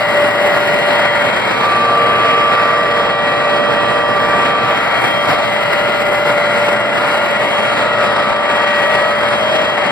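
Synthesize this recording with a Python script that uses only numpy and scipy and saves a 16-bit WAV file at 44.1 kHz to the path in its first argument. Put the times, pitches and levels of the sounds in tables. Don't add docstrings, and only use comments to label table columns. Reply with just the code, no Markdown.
import sys
import numpy as np
from scipy import signal
from scipy.fft import rfft, irfft, next_fast_len
from scipy.io import wavfile
from scipy.ndimage import uniform_filter1d, map_coordinates

SR = 44100
rng = np.random.default_rng(int(sys.argv[2]) if len(sys.argv) > 2 else 0)


def voltage_ratio(decibels):
    exponent = np.asarray(decibels, float) / 20
    return 10 ** exponent


def unload_wav(signal):
    wavfile.write(
        sys.argv[1],
        SR,
        np.round(np.clip(np.atleast_2d(signal).T, -1, 1) * 32767).astype(np.int16),
    )


N = 437031
TIME = np.arange(0, N + 64, 64) / SR

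SPINDLE_HZ, FEED_HZ, BACK_HZ = 586.4, 639.7, 156.26
SHAFT_HZ = 22.55
SWELL_EDGE_S = 0.3

# (frequency [Hz], in-step likeness [-1..1])
LIKE = [(0, .35), (250, .5), (700, .7), (1600, .93), (2950, -.8), (4750, .86), (6350, -.955), (8050, .76),
        (9350, -.52), (10400, .04), (10950, -.23), (12150, .6), (14100, -.7), (15250, .84)]
# (time [s], level [dB])
HISS = [(0.0, -47), (0.02, -49.5), (0.77, -48.5), (0.82, -50.5), (2.93, -57.5), (4.63, -55.5),
        (5.24, -51.5), (5.43, -52.5), (6.43, -50.5), (6.82, -50), (6.85, -51), (7.15, -49), (8.36, -55),
        (8.86, -51.5), (9.88, -54.5), (9.91, -54)]


def gears():
    # (floor [dB], swells (start [s], length [s], level [dB]))
    spindle = [
        (-36, [(-.2, 1.49, -19), (.17, 0.092, -14), (.41, 0.073, -16.5), (.72, 0.043, -22), (1.8, 1.13, -24), (2.85, 1.63, -21.5), (3.5, 0.36, -23), (1.4, 0.29, -37), (4.5, .3, -28), (5.15, 0.36, -22), (5.62, 4.3, -21.5), (5.75, 0.32, -23.5), (6.13, 0.31, -19.5), (6.55, 0.2, -18), (7.98, 0.12, -22), (8.6, 0.76, -23.5)]),
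        (-33, [(-.1, 0.42, -27.5), (.75, 0.49, -29), (1.65, 0.79, -15), (2.42, 0.38, -15), (2.8, 0.23, -21), (2.9, 1.73, -21.5), (4.15, 0.56, -19.5), (4.72, 0.79, -28), (5.15, 0.26, -23), (6.4, 0.34, -34), (7.45, 0.36, -25), (8.0, 0.99, -23.5), (9.05, 0.59, -30.5)]),
    ]
    feed = [
        (-40, [(1.38, 0.43, -30), (1.88, 0.67, -26), (2.45, 0.52, -30), (3.3, .5, -37), (4.0, .4, -42), (4.4, 0.5, -29), (5.2, 0.74, -31), (7.75, 0.54, -24.5), (7.95, .3, -28), (8.35, .5, -30), (8.9, 0.33, -24.5), (9.15, 0.28, -30), (9.56, .5, -31)]),
        (-32.5, [(-.2, 1.38, -24.5), (2.55, 0.58, -25.5), (3.2, 0.45, -23), (3.7, 0.71, -24.5), (4.75, 0.44, -26.5), (5.65, .3, -27.5), (6.3, 0.52, -30), (7.25, 0.21, -26), (7.75, 0.52, -28), (8.5, 0.7, -25.5), (8.72, 0.3, -20.5), (9.5, 0.25, -27)]),
            (-55, [(1.65, 0.22, -36), (2.05, 0.55, -34), (3.3, 0.73, -37), (4.5, 0.32, -37)]),
        (-57, [(.55, 0.18, -56), (.92, .3, -36.5), (1.22, .5, -43), (2.0, 0.45, -39), (2.5, 0.35, -43), (2.9, 0.5, -38), (3.5, .75, -37), (4.25, 0.58, -41.5), (4.96, 0.36, -33), (5.35, 0.3, -43), (5.75, 0.36, -46), (7.3, .35, -50), (7.5, 0.15, -37), (7.7, .35, -47), (8.2, .3, -53), (8.5, 0.37, -37.5), (9.02, .4, -45), (9.48, 0.28, -36), (9.8, .3, -44)]),
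    ]
    back = [
        (-40, [(.8, 0.29, -41), (1.5, .4, -30.5), (1.9, 1.14, -26), (3.0, 1.92, -30), (7.9, 0.41, -36), (8.6, 0.74, -39), (9.5, .6, -36)]),
        (-40, [(-.2, 0.67, -30), (.4, 0.93, -27), (2.5, 0.18, -28), (4.7, 0.39, -28.5), (5.65, 1.2, -24.5), (7.02, 0.3, -23.5), (7.6, 0.39, -25.5)]),
        (-47, [(-.2, 1.45, -27), (2.05, .15, -33), (2.72, 0.32, -32), (4.7, 0.82, -29.5), (5.5, 1.45, -26.5), (5.75, 0.23, -32), (6.95, .95, -31), (9.15, 0.068, -26), (9.38, 0.1, -27), (9.8, .3, -28)]),
        (-61, [(-.2, 1, -42), (1.05, 0.55, -29.5), (4.1, 0.42, -38), (4.7, 0.78, -32.5), (6.3, 0.56, -31), (7.05, 0.73, -32), (8.6, 0.35, -39), (9.7, .4, -35)]),
    ]
    # (multiple [-], level [dB])
    spindle_rest = [(3, -39)]
    feed_rest = [(1, -42), (6, -49.5)]
    back_rest = [(1, -69), (2, -68), (4, -34.5), (5, -34.5), (6, -34), (7, -41), (8, -44), (10, -37),
                 (12, -39.5), (17, -44), (19, -49)]
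    # (lower, upper) shaft sideband against its tone [dB]
    runout_db = (-16, -24)
    out = gear(SPINDLE_HZ, spindle, (1, 2), spindle_rest, runout_db)
    out += gear(FEED_HZ, feed, (2, 3, 4, 5), feed_rest)
    return out + gear(BACK_HZ, back, (3, 9, 13, 14), back_rest)


def gear(hz, table, orders, rest, runout_db=None):
    # (floor [dB], swells (start [s], length [s], level [dB]))
    across = [
        (-38, [(.75, .8, -34), (3.35, .9, -31), (4.9, 1.3, -33), (8.85, 1.2, -38)]),
        (-42, [(1.15, 0.5, -33), (2.1, 0.62, -40), (4.75, 0.5, -34), (8.35, 1.2, -33.5)]),
        (-44, [(2.05, 0.7, -33), (4.8, 0.42, -35), (5.7, .35, -38), (9.25, .4, -32)]),
        (-33.5, [(2.1, 0.39, -34), (7.45, 0.32, -32), (9.3, .8, -33)]),
    ]
    across = dict(zip((SPINDLE_HZ, 2 * SPINDLE_HZ, 3 * FEED_HZ, 5 * FEED_HZ), across))
    rough_per_khz = 0.1
    narrow_hz = 1490
    out = sum(whine(k * hz, db, 5.0, 0.85) for k, db in rest)
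    for k, tone in zip(orders, table):
        tone_hz = k * hz
        same = swing(LIKE, tone_hz)
        edge_s = SWELL_EDGE_S * min(1, narrow_hz / tone_hz)
        sum_db = swells(*tone, TIME, edge_s) - 10 * np.log10(.5 + .5 * same)
        if tone_hz in across:
            second_db = swells(*across[tone_hz], TIME) + 2.8 - 10 * np.log10(.5 - .5 * same)
        else:
            second_db = 0.36 * sum_db + 0.59 * np.mean(sum_db)
        db = np.array([sum_db, second_db])
        out += whine(tone_hz, db, 0.24, 0.26, rough=0.12 + rough_per_khz * tone_hz / 1000)
        for side, side_db in zip((-1, 1), runout_db or ()):
            out += whine(tone_hz + side * SHAFT_HZ, db + side_db, 2.7, 0.44)
    return out


def whine(hz, db, wander_db, drift, rough=None):
    flutter_per_s, flutter_db = 28, 4.5
    strength = voltage_ratio(db + wander_db * np.minimum(walk(1.5, count=2), 1)) * np.sqrt(2)
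    phase = rng.uniform(0, 2 * np.pi) + np.array([[0], [np.pi / 2]])
    phase = phase + 2 * np.pi * hz * TIME + drift * walk(3.0, count=2)
    if rough:
        flutter = rough * walk(flutter_per_s, count=2)
        strength = strength * voltage_ratio(flutter_db * np.minimum(flutter[0], rough / 2))
        phase = phase + flutter[1]
    return full(strength) * np.sin(full(phase))


def tool_tones():
    # (multiple [-], level [dB])
    multiples = [(16, -59), (18, -41), (25, -57), (26, -52.5), (27, -54), (28, -57), (29, -64), (30, -62),
                 (33, -72), (34, -68)]
    view_db = curve(HISS, TIME)
    view_db = 0.52 * (view_db - view_db.mean())
    return sum(whine(k * BACK_HZ, db + view_db, 3.7, 0.73, rough=1.49) for k, db in multiples)


def bearing_tones():
    crest_hz = (629.8, 2886.6, 213.3, 2345.6, 3750.2, 3943.3, 4219.0, 5117.6)
    # (floor [dB], swells (start [s], length [s], level [dB]))
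    crests = [
        (-35.5, [(1.9, 0.94, -39), (3.9, 0.38, -26), (5.6, 0.49, -30), (7.7, 1, -25.5), (8.85, 0.18, -18), (9.45, 0.19, -20)]),
        (-41, [(-.2, 1.3, -35), (2.0, 0.48, -33), (5.6, 0.32, -35), (6.9, 0.39, -38), (8.3, .4, -45)]),
        (-39.5, [(.5, 1, -41), (3.6, 0.39, -41), (5.4, 4.1, -37)]),
        (-43, [(.5, 0.42, -31), (1.4, 0.28, -27), (2.05, 0.78, -31), (2.9, 0.9, -34), (4.2, 0.33, -30), (4.9, 0.27, -32.5), (6.1, .35, -41), (6.55, 0.28, -39), (8.4, 0.58, -35), (9.6, .4, -34)]),
        (-55, [(.4, 0.46, -39.5), (5.75, .35, -47)]),
        (-51.5, [(1.5, 0.68, -43), (3.2, 0.98, -41.5), (4.4, .2, -42), (6.3, .3, -42), (7.1, 0.27, -41), (9.75, .3, -43)]),
        (-55, [(.6, 0.58, -42), (5.6, .3, -44)]),
        (-56.5, [(2.3, 0.84, -48), (3.7, .7, -48), (9.65, .4, -55)]),
    ]
    # (frequency [Hz], level [dB])
    steady = [(61.2, -55), (83.4, -53), (113.7, -43.5), (119.8, -50), (622.4, -42), (633.9, -38.5),
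              (679.6, -34), (721.5, -43), (738.9, -44), (897.0, -38.5), (985.8, -37.5), (1359.3, -35.5),
              (1901.7, -40), (2172.8, -44), (3921.5, -55), (7676.4, -73)]
    faint_hz = (542, 548, 576, 693.5, 709.5, 797.5, 872, 923, 1141, 1245, 1332, 1372.5, 1420, 1464, 1713.9,
                2165.4)
    faint_db, rough_per_khz = -42.5, 0.16
    out = sum(whine(hz, db, 6.0, 0.4) for hz, db in steady)
    out += sum(whine(hz, faint_db, 7.2, 0.63) for hz in faint_hz)
    for hz, (floor_db, rows) in zip(crest_hz, crests):
        out += whine(hz, swells(floor_db, rows, TIME), 2.1, 0.52, rough=rough_per_khz * hz / 1000)
    return out


def roar():
    band_hz = (90, 320, 900, 4300, 8800, 12400, 15000)
    cutter_hz, chip_hz = 13.5, 15.2
    turn_hz, turn_db, turn_s = 3.97, -0.34, 0.11
    hz, s, cells = signal.stft(rng.standard_normal((2, N)) * np.sqrt(SR / 2), SR, nperseg=512)
    octave = np.log(np.maximum(hz, 1))
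    share = np.array([np.interp(octave, np.log(band_hz), row) for row in np.eye(len(band_hz))]).T
    cut_share = share[:, 3:4]
    hiss_share = share[:, 4:].sum(axis=1, keepdims=True)
    above_boom = 1 - share[:, :2].sum(axis=1, keepdims=True)

    bands_db = places(s)
    bands_db -= bands_db.mean(axis=1, keepdims=True)
    gain_db = share @ bands_db
    cut_db = bands_db[3]
    gain_db += 1.1 * (1 - cut_share) * (cut_db - uniform_filter1d(cut_db, size=70))

    height, along = np.meshgrid(np.linspace(0, 1, len(hz)) ** 0.724, s / s[-1], indexing="ij")
    patch = rng.standard_normal((70, 50))
    gain_db += (0.99 + 1.2 * hiss_share) * map_coordinates(patch, [height * 69, along * 49], order=1)
    clump = rng.standard_normal((24, 110))
    gain_db += 1.26 * (1 - hiss_share) * map_coordinates(clump, [height * 23, along * 109], order=1)

    gain_db += cut_share * 0.64 * np.sin(2 * np.pi * cutter_hz * s)
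    chip_db = 0.4 * np.sin(2 * np.pi * chip_hz * s) + 0.29 * np.sin(2 * np.pi * 2 * chip_hz * s)
    gain_db += hiss_share * chip_db
    gain_db += above_boom * turn_db * np.cos(2 * np.pi * turn_hz * (s - turn_s))
    gain_db += resonances(hz[:, None], s)

    noise = signal.istft(cells * voltage_ratio(gain_db), SR, nperseg=512)[1][:, :N]
    seconds = np.arange(N) / SR
    mesh = 1 + .04 * np.sin(2 * np.pi * BACK_HZ * seconds)
    grain = full(voltage_ratio(1.0 * walk(90)))[0]
    return noise * mesh * grain + chips(np.interp(seconds, s, bands_db[5]))


def resonances(hz, s):
    # (start [s], length [s], centre [Hz], rise [dB])
    sheen = [
        (-.2, 1.7, 2020, 1.5),
        (2.8, 1.6, 2220, -3),
        (5.6, 1.4, 2080, 3),
        (.5, .7, 12700, 3),
        (4.6, 0.86, 12900, 7),
        (5.7, 1.1, 12300, 5),
        (7.0, 0.76, 12500, 4),
    ]
    rasp_hz = 4180 + 90 * np.interp(s, TIME, walk(1.43)[0])
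    flare = 1 + 0.16 * np.interp(s, TIME, walk(6.5)[0])
    db = 2 * flare * bell(hz, rasp_hz, 520)
    db += -2 * bell(hz, 3510, 71)
    for start_s, length_s, centre_hz, rise_db in sheen:
        inside_s = np.minimum(s - start_s, start_s + length_s - s)
        db += rise_db * bell(hz, centre_hz, 140) * ramp(inside_s)
    return db


def places(s):
    # (floor [dB], swells (start [s], length [s], level [dB]))
    rumble = (-38, [(1.15, 3.2, -36), (4.35, 0.98, -35), (4.95, 2.9, -38), (9.2, 0.48, -39)])
    boom = (-31, [(.2, 0.67, -29.5), (1.15, 1.4, -32), (2.95, 1.5, -35), (5.7, 1.7, -34), (8.6, 1.3, -40)])
    # (time [s], length [s], change [dB])
    load = [(0.0, 0.45, -0.5), (0.343, 0.062, -1), (.9, 0.79, 1), (0.84, 0.04, -1.5), (3.144, 0.072, -2.5),
            (3.465, 0.045, -1), (4.036, 0.1, -4), (4.545, 0.078, -2), (4.813, 0.12, 1), (5.05, .05, 1.5),
            (5.303, 0.035, 2.5), (5.74, .05, 1), (5.506, 0.31, -0.5), (6.225, 0.042, -2),
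            (6.455, 0.063, 0.5), (6.878, 0.16, -3.5), (7.794, 0.077, 3), (7.89, 0.042, 0.5),
            (8.043, 0.049, 3), (8.402, 0.098, -4.5), (8.754, 0.062, -0.5), (9.782, 0.08, -1.5)]
    view_shares = (0.57, 0.97, 0.8)
    close_s, close_db = 1, 5
    away_s, away_db = 6.3, -5.5
    load_db = sum(db * bell(s, at_s, length_s / 2) for at_s, length_s, db in load)
    load_db += 0.4 * np.interp(s, TIME, walk(9.0)[0])
    low, middle, top = np.outer(view_shares, curve(HISS, s))
    shade_db = away_db * ramp(s - away_s)
    middle = middle + shade_db / 2
    top = top + close_db * ramp(close_s - s) + shade_db
    ring = 0 * s
    return np.array([swells(*rumble, s), swells(*boom, s), ring, load_db, low, middle, top])


def chips(hiss_db, rate=80., db=38.0, spread_db=2.5, tick_db=89.5, ring_s=0.0034):
    # (time [s], peak level [dB])
    ticks = [
        (0.4713, -33),
        (0.6744, -33),
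        (0.8624, -33),
        (5.0185, -33),
        (5.1093, -34),
        (5.5458, -37),
        (5.6067, -43),
        (5.8127, -38),
        (6.7999, -36),
        (7.2559, -34),
    ]
    size_db = spread_db * np.minimum(rng.exponential(size=N), 3)
    hit = (rng.random(N) < rate / SR) * voltage_ratio(db + size_db + hiss_db)
    for s, peak_db in ticks:
        hit[int(s * SR)] += voltage_ratio(tick_db + peak_db)
    decay = np.exp(-np.arange(1024) / (ring_s * SR))
    ring = signal.fftconvolve(hit, decay)[:N] * rng.standard_normal((2, N))
    return signal.sosfilt(signal.butter(3, (8800, 13500), "band", fs=SR, output="sos"), ring)


def thumps(length_s=.012):
    # (time [s], peak level [dB], pitch [Hz])
    knocks = [
        (5.462, -25, 90),
        (8.318, -23, 75),
    ]
    knock = 0
    for s, db, hz in knocks:
        knock = knock + voltage_ratio(db) * bell(TIME, s, length_s) * np.cos(2 * np.pi * hz * (TIME - s))
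    return full(knock) * np.array([[-1], [.8]])


def ports(noise, tones):
    # (frequency [Hz], density [dB per Hz])
    casing = [(25, -72.5), (70, -69.5), (130, -53.5), (350, -52), (600, -48), (1300, -50.5), (2150, -53),
              (2500, -55.5), (5300, -74), (6300, -78), (9500, -78), (11600, -85.5), (13000, -86.5),
              (15500, -86.5)]
    # (frequency [Hz], likeness [-1..1])
    quarter = [(0, -0.3), (200, -0.15), (900, -0.097), (1400, 0.029), (2500, -0.17), (4050, -0.36),
               (5300, 0.042), (7400, -0.22), (8500, -.06), (9800, .38), (11200, -0.3), (12800, .15),
               (14100, 0), (14650, -.4)]
    # (frequency [Hz], left minus right [dB])
    tilt = [(60, -11.5), (110, -4), (200, -4), (380, -2), (700, 1.5), (1290, 0.5), (2380, 2.5), (4400, 3),
            (8120, -1.5), (15000, 2.5)]
    size = next_fast_len(N)
    hz = np.arange(size // 2 + 1) * SR / size
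    a, b = rfft(noise, size) * voltage_ratio(octave_curve(casing, hz)) + rfft(tones, size)
    same = swing(LIKE, hz)
    tie = np.clip(swing(quarter, hz) / np.sqrt(1 - same ** 2), -.95, .95)
    mid = np.sqrt(.5 + .5 * same) * a
    side = np.sqrt(.5 - .5 * same) * (-1j * tie * a + np.sqrt(1 - tie ** 2) * b)
    tilt_db = octave_curve(tilt, hz) / 2
    left_right = np.array([(mid + side) * voltage_ratio(tilt_db), (mid - side) * voltage_ratio(-tilt_db)])
    return irfft(left_right, size)[:, :N]


def turning():
    # (time [s], left minus right [dB])
    pan = [(0.0, 1.5), (0.72, 1), (1.32, 0.5), (2.37, 0), (3.62, -1), (5.77, 1.5), (7.75, 1), (8.75, 1.5),
           (9.58, 1.5), (9.91, 2.5)]
    pan_db = curve(pan, TIME)
    pan_db = pan_db - np.mean(pan_db)
    return full(voltage_ratio(np.array([pan_db, -pan_db]) / 2))


def thin(x, under_db=-9.0, chance_db=7.5, faint_db=-3.5, rise_db=5.0, leak_db=-8.5, top_hz=15150.0, share=.45):
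    window = np.sin(np.pi * (np.arange(2048) + .5) / 2048)
    sum_difference = np.array([x[0] + x[1], x[0] - x[1]]) / 2
    hz, s, cells = signal.stft(sum_difference, SR, window, nperseg=2048)
    band, above = np.arange(len(hz)) // 16, hz[:, None]
    power = np.abs(cells) ** 2
    starts = np.flatnonzero(np.diff(band, prepend=-1))
    band_power = np.add.reduceat(power, starts, axis=1)[:, band] + 1e-30
    luck = np.sqrt(2) * uniform_filter1d(rng.standard_normal((band[-1] + 1, len(s))), size=2)[band]
    masked = (band_power < voltage_ratio(2 * under_db) * band_power.sum(axis=0)) & (above > 5300)
    around = uniform_filter1d(uniform_filter1d(power.mean(axis=0), size=120, axis=0), size=30, axis=1)
    treble = np.clip((above - 8800) / 6000, 0, 1)
    threshold_db = faint_db + rise_db * treble + chance_db * luck
    faint = (power < voltage_ratio(2 * threshold_db) * around) & (treble > 0)
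    starved = np.repeat(rng.random(len(s)) < share, 2)[:len(s)] & (above > top_hz)
    leaking = (luck[band // 2 * 32] < -1.2) * masked
    spill = voltage_ratio(leak_db) * leaking * cells[::-1] * rng.standard_normal(cells.shape)
    kept = cells * ~(masked | starved | faint) + spill
    mid, side = signal.istft(kept, SR, window, nperseg=2048)[1][:, :N]
    return np.array([mid + side, mid - side])


def swells(floor_db, rows, s, edge_s=SWELL_EDGE_S):
    power = voltage_ratio(2 * floor_db) + 0 * s
    for start, length_s, db in rows:
        inside = np.minimum(s - start, start + length_s - s) / min(edge_s, length_s)
        power += voltage_ratio(2 * db) * np.sin(np.pi / 2 * np.clip(inside + .5, 0, 1)) ** 2
    return 10 * np.log10(power)


def walk(rate, count=1):
    k = int(SR / rate)
    knots = 1.53 * rng.standard_normal((count, N // k + 3))
    place = TIME * SR / k
    j = place.astype(int)
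    slew = .5 - .5 * np.cos(np.pi * (place % 1))
    return knots[:, j] * (1 - slew) + knots[:, j + 1] * slew


def swing(table, hz):
    rows = np.array(table)
    index = np.arange(len(rows))
    place = np.interp(hz, rows[:, 0], index)
    place = np.floor(place) + .5 - .5 * np.cos(np.pi * (place % 1))
    return np.clip(np.interp(place, index, rows[:, 1]), -.98, .98)


def curve(table, x):
    return np.interp(x, *np.transpose(table))


def octave_curve(table, hz):
    points_hz, values = np.transpose(table)
    return np.interp(np.log(np.maximum(hz, 1)), np.log(points_hz), values)


def bell(x, centre, width):
    return np.exp(-.5 * ((x - centre) / width) ** 2)


def ramp(s):
    return np.clip(s / SWELL_EDGE_S + .5, 0, 1)


def full(slow):
    return np.array([np.interp(np.arange(N) / SR, TIME, row) for row in np.atleast_2d(slow)])


def scene():
    tones = gears() + tool_tones() + bearing_tones()
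    return ports(roar(), tones) * turning() + thumps()


def low_pass(x):
    return signal.sosfilt(signal.butter(12, 15620, fs=SR, output="sos"), x)


def record(dry):
    cut = signal.sosfilt(signal.ellip(10, .2, 70, 15420, fs=SR, output="sos"), dry)
    mix = np.clip(thin(cut), -1, 1)
    return low_pass(mix)


dry = scene()
out = record(dry)
unload_wav(out)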